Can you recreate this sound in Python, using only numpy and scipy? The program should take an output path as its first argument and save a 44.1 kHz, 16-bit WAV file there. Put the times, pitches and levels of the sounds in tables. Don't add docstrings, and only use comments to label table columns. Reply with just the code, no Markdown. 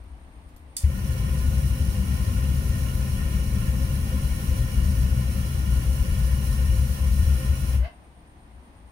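import sys
import numpy as np
from scipy import signal
from scipy.fft import rfft, irfft, next_fast_len
from scipy.io import wavfile
from scipy.ndimage import uniform_filter1d

SR = 44100
rng = np.random.default_rng(int(sys.argv[2]) if len(sys.argv) > 2 else 0)


def unload_wav(signal):
    wavfile.write(
        sys.argv[1],
        SR,
        np.round(np.clip(np.atleast_2d(signal).T, -1, 1) * 32767).astype(np.int16),
    )


N = 393213
SIZE = next_fast_len(N)
TIME, HZ = np.arange(N) / SR, np.fft.rfftfreq(SIZE, 1 / SR)

# [centre f/Hz, width/Hz, relative level/dB]
DRUM_MODES = [(34.8, 10, -19), (52.8, 27, -8), (67, 18.4, 0), (100.8, 14, -9.5), (126.3, 17.6, -10.5),
              (140.4, 19, -13.5), (190.8, 28, -17), (220.4, 40, -26.5), (251.8, 30, -27), (320, 57, -33.5),
              (380, 29, -37.5), (425, 20, -36.5)]
# [t/s, relative hiss gain/dB]
JET_SHARPNESS = [(.8, 0.5), (5.5, 0.86), (6.5, 1.5), (7.75, 1.3)]

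OPEN_AT, SHUT_AT = .7663, 7.758
LIGHT_AT = .834


def flame():
    # [t/s, relative level/dB]
    roar_strength = [(0.9, -25), (1.51, -23), (4.36, -25), (4.42, -35), (4.45, -20.5), (4.72, -26.5),
                     (4.76, -20), (5.59, -27), (5.7, -20), (6.24, -22.5), (6.78, -19.5), (6.99, -26.5),
                     (7.07, -19), (7.36, -17.5), (7.39, -32), (7.51, -20), (7.55, -26), (7.8, -19.5)]
    # [f/Hz, left-right level/dB]
    drum_balance = [(30, 4.5), (70, 4.5), (140, 1.5), (190, 6.5), (220, -1), (255, 3), (310, 2.5),
                    (450, -4.5)]
    side_db = across(drum_balance)
    roar = turbulence(resonances(DRUM_MODES), side_db)
    throb = steadied(turbulence(resonances([(66.3, 11.7, 0)]), side_db), 0.039)
    mixed = roar + throb * amp(-9 + 12 * heat())
    strength_db = curve(roar_strength) + 0.67 + 1.13 * drift(7)
    surging = steadied(mixed, 0.11) * amp(strength_db)
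    supply = flow(drain_db_per_s=120) ** 0.9
    even = roar * amp(-20 - 3 * heat()) * supply
    deep = 1 / (1 + (HZ / 112) ** 6)
    return filtered(surging * burning(), deep) + filtered(even * burning(), 1 - deep)


def ignition():
    level_db, rise_s, damping = -7.5, 0.0081, 1.6
    t = since(LIGHT_AT)
    ring = 0
    for hz, width, db in DRUM_MODES[:3]:
        ring = ring + amp(db) * np.exp(-damping * width * t) * np.sin(2 * np.pi * hz * t)
    swell = 1 - np.exp(-(t / rise_s) ** 2)
    puff_colour = amp(across([(200, -12), (1000, -9), (2000, 4), (3500, -10), (8000, -22)]))
    puff = turbulence(puff_colour) * amp(-40.5) * np.exp(-t / 0.018)
    left_right = amp([[2], [-2]])
    return swell * (amp(level_db) * left_right * ring + puff)


def burning():
    starve_at, spread_s, go_out_s = 7.81, 0.015, 0.072
    return ramp(LIGHT_AT, spread_s) * (1 - ramp(starve_at, go_out_s))


def heat():
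    warm_from, hot_at = 4, 7.25
    return ramp(warm_from, hot_at - warm_from)


def flow(drain_db_per_s):
    build_s = 0.17
    return (1 - np.exp(-since(OPEN_AT) / build_s)) * amp(-drain_db_per_s * since(SHUT_AT))


def tube():
    # [centre f/Hz, width/Hz, relative level/dB]
    tube_modes = [(524.8, 48, 1), (590, 124, -13), (793, 33, -11), (1033, 97, -5), (1377, 98, -8.5),
                  (1456, 64, -6.5), (1745, 136, -13.5), (1842, 54, -5.5), (1906, 49, -12.5),
                  (2260, 320, -12.5), (2500, 40, -12.5), (2626, 27, -9.5), (2852, 83, -12.5),
                  (2890, 19, -8), (2940, 49, -10), (2944, 150, -19), (3336, 67, -13.5)]
    # [f/Hz, relative density/dB per Hz]
    rush_density = [(200, -6), (400, -18), (700, -15), (900, -21.5), (1200, -16), (1600, -21.5),
                    (2100, -20), (3000, -16.5), (3600, -26), (6000, -38)]
    # [f/Hz, left-right level/dB]
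    tube_balance = [(400, -3.5), (600, 0.5), (980, -1.5), (1060, 2.5), (1250, -3), (1400, 0.5), (1470, 2),
                    (1730, -9), (1840, 8.5), (2100, -5.5), (2330, 3.5), (2520, -0.5), (2650, -1.5),
                    (2875, -7.5), (2950, 1)]
    side_db, broad = across(tube_balance), amp(across(rush_density))
    rush = np.linalg.norm(broad) * turbulence(broad, side_db)
    for first in range(3):
        modes = resonances(tube_modes[first::3])
        waver = amp(1.3 * drift(7.7))
        rush += np.linalg.norm(modes) * turbulence(modes, side_db) * waver
    top = filtered(rush, 1 / (1 + (2500 / (HZ + 1)) ** 10))
    rush = unit(rush + top * (amp(1.24 * curve(JET_SHARPNESS)) - 1))
    level_db = -41.5 - 0.65 * heat() + .5 * drift(7.5)
    return shed(rush * flow(drain_db_per_s=148) * amp(level_db), wet_db=-10.5, t60=0.27)


def jet():
    # [centre f/Hz, width/Hz, relative level/dB]
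    nozzle_modes = [(3746, 130, -9), (4092, 176, -4), (4460, 180, -7), (4890, 210, -9.5), (5534, 550, -4.5),
                    (6550, 145, -5), (7600, 130, -8.5), (8900, 510, -1.5), (9500, 640, -8.5),
                    (10570, 420, -7.5), (10920, 270, -6), (11770, 300, -8), (12470, 700, -9),
                    (15300, 900, -8.5)]
    # [f/Hz, relative density/dB per Hz]
    hiss_density = [(1500, -63), (3500, -23), (5000, -16), (6600, -9.5), (7300, -15.5), (8300, -16),
                    (10000, -12), (12000, -14), (13800, -13.5), (15800, -11)]
    # [f/Hz, left-right level/dB]
    jet_balance = [(3500, 2), (4200, -6), (5000, 5), (5600, -7), (7000, 4.5), (8000, -10), (8900, 2),
                   (9800, 1), (10900, -11), (12000, 1), (13000, -13), (13900, -2), (15200, -5)]
    side_db, sharpness_db = across(jet_balance), curve(JET_SHARPNESS)
    hiss = turbulence(resonances(nozzle_modes, amp(across(hiss_density))), side_db)
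    whistle = turbulence(resonances([(10900, 250, 0)]), side_db)
    hiss += whistle * amp(-14 + 3 * sharpness_db)
    level_db = -43.5 + sharpness_db + 0.74 * drift(16)
    supply = flow(drain_db_per_s=260) ** 0.89
    return shed(hiss * supply * amp(level_db), wet_db=-7, t60=0.15)


def valve():
    # [centre f/Hz, width/Hz, relative level/dB]
    valve_modes = [(2980, 300, -17), (3560, 250, -5.5), (4720, 470, -2), (7000, 700, -9), (8520, 450, 1),
                   (10700, 810, 0.5), (11700, 450, -7), (13000, 500, -11), (15000, 600, -12)]
    # [f/Hz, relative density/dB per Hz]
    spurt_density = [(500, -43), (2400, -18), (4000, -24), (5200, -9), (7000, -6), (10000, -5),
                     (14000, -15), (15500, -9)]
    # [t after opening/s, level/dB, decay t60/s]
    gas_spits = [(0, -22.5, 0.029), (.0145, -39, .025)]
    # [t/s, scrape level/dB, ring level/dB, decay t60/s]
    handle_ticks = [(.039, -60, -75, .015), (.486, -64, -76, .14), (.5626, -56, -55, .08)]
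    # [centre f/Hz, width/Hz, relative level/dB]
    handle_mode = [(13000, 320, 0)]
    attack_s, hiss_t60 = .001, .27
    gas = turbulence(resonances(valve_modes, amp(across(spurt_density))), side_db=-1.0)
    gas *= amp(1.5 * np.tanh(drift(500)))
    hiss = ramp(OPEN_AT, attack_s) * amp(-31 - 60 * since(OPEN_AT) / hiss_t60)
    spits = 0
    for delay, db, t60 in gas_spits:
        at = OPEN_AT + delay
        spits = spits + ramp(at, attack_s) * amp(db - 60 * since(at) / t60)
    duller = filtered(gas, 1 / (1 + (HZ / 13500) ** 6))
    out = gas * spits + duller * hiss
    scrape = turbulence(amp(across([(1000, -12), (4000, -1), (11000, 0), (16000, -6)])))
    ring = turbulence(resonances(handle_mode))
    for at, scrape_db, ring_db, t60 in handle_ticks:
        t = since(at)
        decay = (t > 0) * amp(-60 * t / t60)
        out += decay * (amp(ring_db) * ring + amp(scrape_db) * scrape)
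    return shed(out, wet_db=-9, t60=0.24)


def flashback():
    # [centre f/Hz, width/Hz, relative level/dB]
    hot_modes = [(694, 550, -6), (1130, 220, -1), (1590, 170, 3), (2070, 160, 5), (2640, 200, -2),
                 (2980, 220, -3), (4300, 1800, -17)]
    peak_at, rise_db_per_s, fall_db_per_s = 7.85, 380, 290
    cold_hz, hot_hz, glide_at, glide_s = 535, 708, 7.841, .032
    swell = amp(-rise_db_per_s * np.maximum(peak_at - TIME, 0) - fall_db_per_s * since(peak_at))
    filled = (1 + np.tanh((TIME - glide_at) / glide_s)) / 2
    hz = cold_hz + (hot_hz - cold_hz) * filled + 12 * drift(57)
    phase = 2 * np.pi * np.cumsum(hz) / SR
    hoot = unit(np.sin(phase)) * amp(-37 + 2.0 * drift(40))
    breath = amp(-40) * turbulence(resonances(hot_modes))
    return shed((hoot + breath) * swell, wet_db=-7, t60=0.27)


def insect():
    chirp_hz, crest_at = 8.3, 7.1
    cycles = chirp_hz * (TIME - crest_at) + 0.04 * drift(2.9)
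    rasp = turbulence(resonances([(8950, 580, 0)]), side_db=3)
    return rasp * amp(-70.5 + 2.6 * np.cos(2 * np.pi * cycles))


def garden():
    # [f/Hz, relative density/dB per Hz]
    garden_density = [(20, -10), (100, -2), (160, -2), (310, -2), (400, -12.5), (750, -8.5), (1000, -10),
                      (1400, -17.5), (1900, -17), (3000, -23), (5000, -30.5), (7500, -36), (11000, -36),
                      (15800, -43)]
    # [centre t/s, added level/dB, Gaussian length/s]
    swells = [(.07, -41, 0.12), (.48, -46, .25), (8.575, -47, 0.064), (8.87, -51, .12)]
    air = turbulence(amp(across(garden_density))) * amp(-54 + .5 * drift(3.8))
    rumble_colour = resonances([(29.8, 20, -7), (62.5, 27, 3.0)])
    rumble = steadied(turbulence(rumble_colour, side_db=5.0), 0.17)
    power = amp(-52) ** 2
    for at, db, length in swells:
        power = power + amp(db) ** 2 * np.exp(-((TIME - at) / length) ** 2)
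    return air + rumble * np.sqrt(power)


def shed(x, wet_db, t60, count=40):
    echoes = np.zeros((2, SR // 8))
    for ear in echoes:
        delay = rng.uniform(.006, .07, count)
        ear[(delay * SR).astype(int)] = rng.choice([-1, 1], count) * amp(-60 * delay / t60)
        ear *= amp(wet_db) / np.linalg.norm(ear)
    echoes[:, 0] = 1
    return signal.oaconvolve(x, echoes / np.linalg.norm(echoes[0]), axes=1)[:, :N]


def turbulence(colour, side_db=0.):
    # [f/Hz, correlation (dimensionless)]
    coherence = [(100, 1), (160, 1), (260, 0.86), (330, 0.64), (430, 0.98), (520, 0.69), (780, 0.33),
                 (1000, -0.12), (1400, -0.17), (2000, -0.14), (2700, -0.18), (4000, 0.039)]
    a, b = rfft(rng.standard_normal((2, SIZE)))
    same = np.clip(across(coherence), -1, 1)
    left = a * amp(side_db / 2)
    right = (same * a + np.sqrt(1 - same ** 2) * b) / amp(side_db / 2)
    return unit(irfft(np.array([left, right]) * colour, SIZE)[:, :N])


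def resonances(modes, base=0.):
    power = sum(amp(db) ** 2 / (1 + (2 * (HZ - hz) / width) ** 2) ** 2 for hz, width, db in modes)
    return np.sqrt(power + base ** 2)


def drift(rate_hz):
    return unit(filtered(rng.standard_normal(N), 1 / (1 + (HZ / rate_hz) ** 2)))


def steadied(x, seconds):
    span = int(seconds * SR)
    power = uniform_filter1d(uniform_filter1d((x ** 2).mean(0), span), span // 2)
    return x / np.sqrt(power)


def filtered(x, gain):
    return irfft(rfft(x, SIZE) * gain, SIZE)[..., :N]


def across(points):
    hz, value = np.transpose(points)
    return np.interp(np.log(HZ + 1), np.log(hz + 1), value)


def curve(rows):
    t, value = np.transpose(rows)
    return np.interp(TIME, t, value)


def since(at):
    return np.maximum(TIME - at, 0)


def ramp(at, seconds):
    return np.clip((TIME - at) / seconds, 0, 1)


def amp(db):
    return 10 ** (np.asarray(db) / 20)


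def unit(x):
    return x / np.sqrt(np.mean(x ** 2) + 1e-20)


def scene():
    left_lag_s = 0.00018
    lag = np.exp(-2j * np.pi * np.outer([left_lag_s, 0], HZ))
    drum = filtered(flame() + ignition(), lag)
    return drum + tube() + jet() + valve() + flashback() + insect() + garden()


def record(dry):
    bass_cut = signal.butter(2, 18, "highpass", fs=SR, output="sos")
    thinned = signal.sosfilt(bass_cut, dry)
    band_limit = signal.firwin(801, 15820, window=("kaiser", 9), fs=SR)
    return signal.oaconvolve(thinned, band_limit[None], "same")


dry = scene()
out = record(dry)
unload_wav(out)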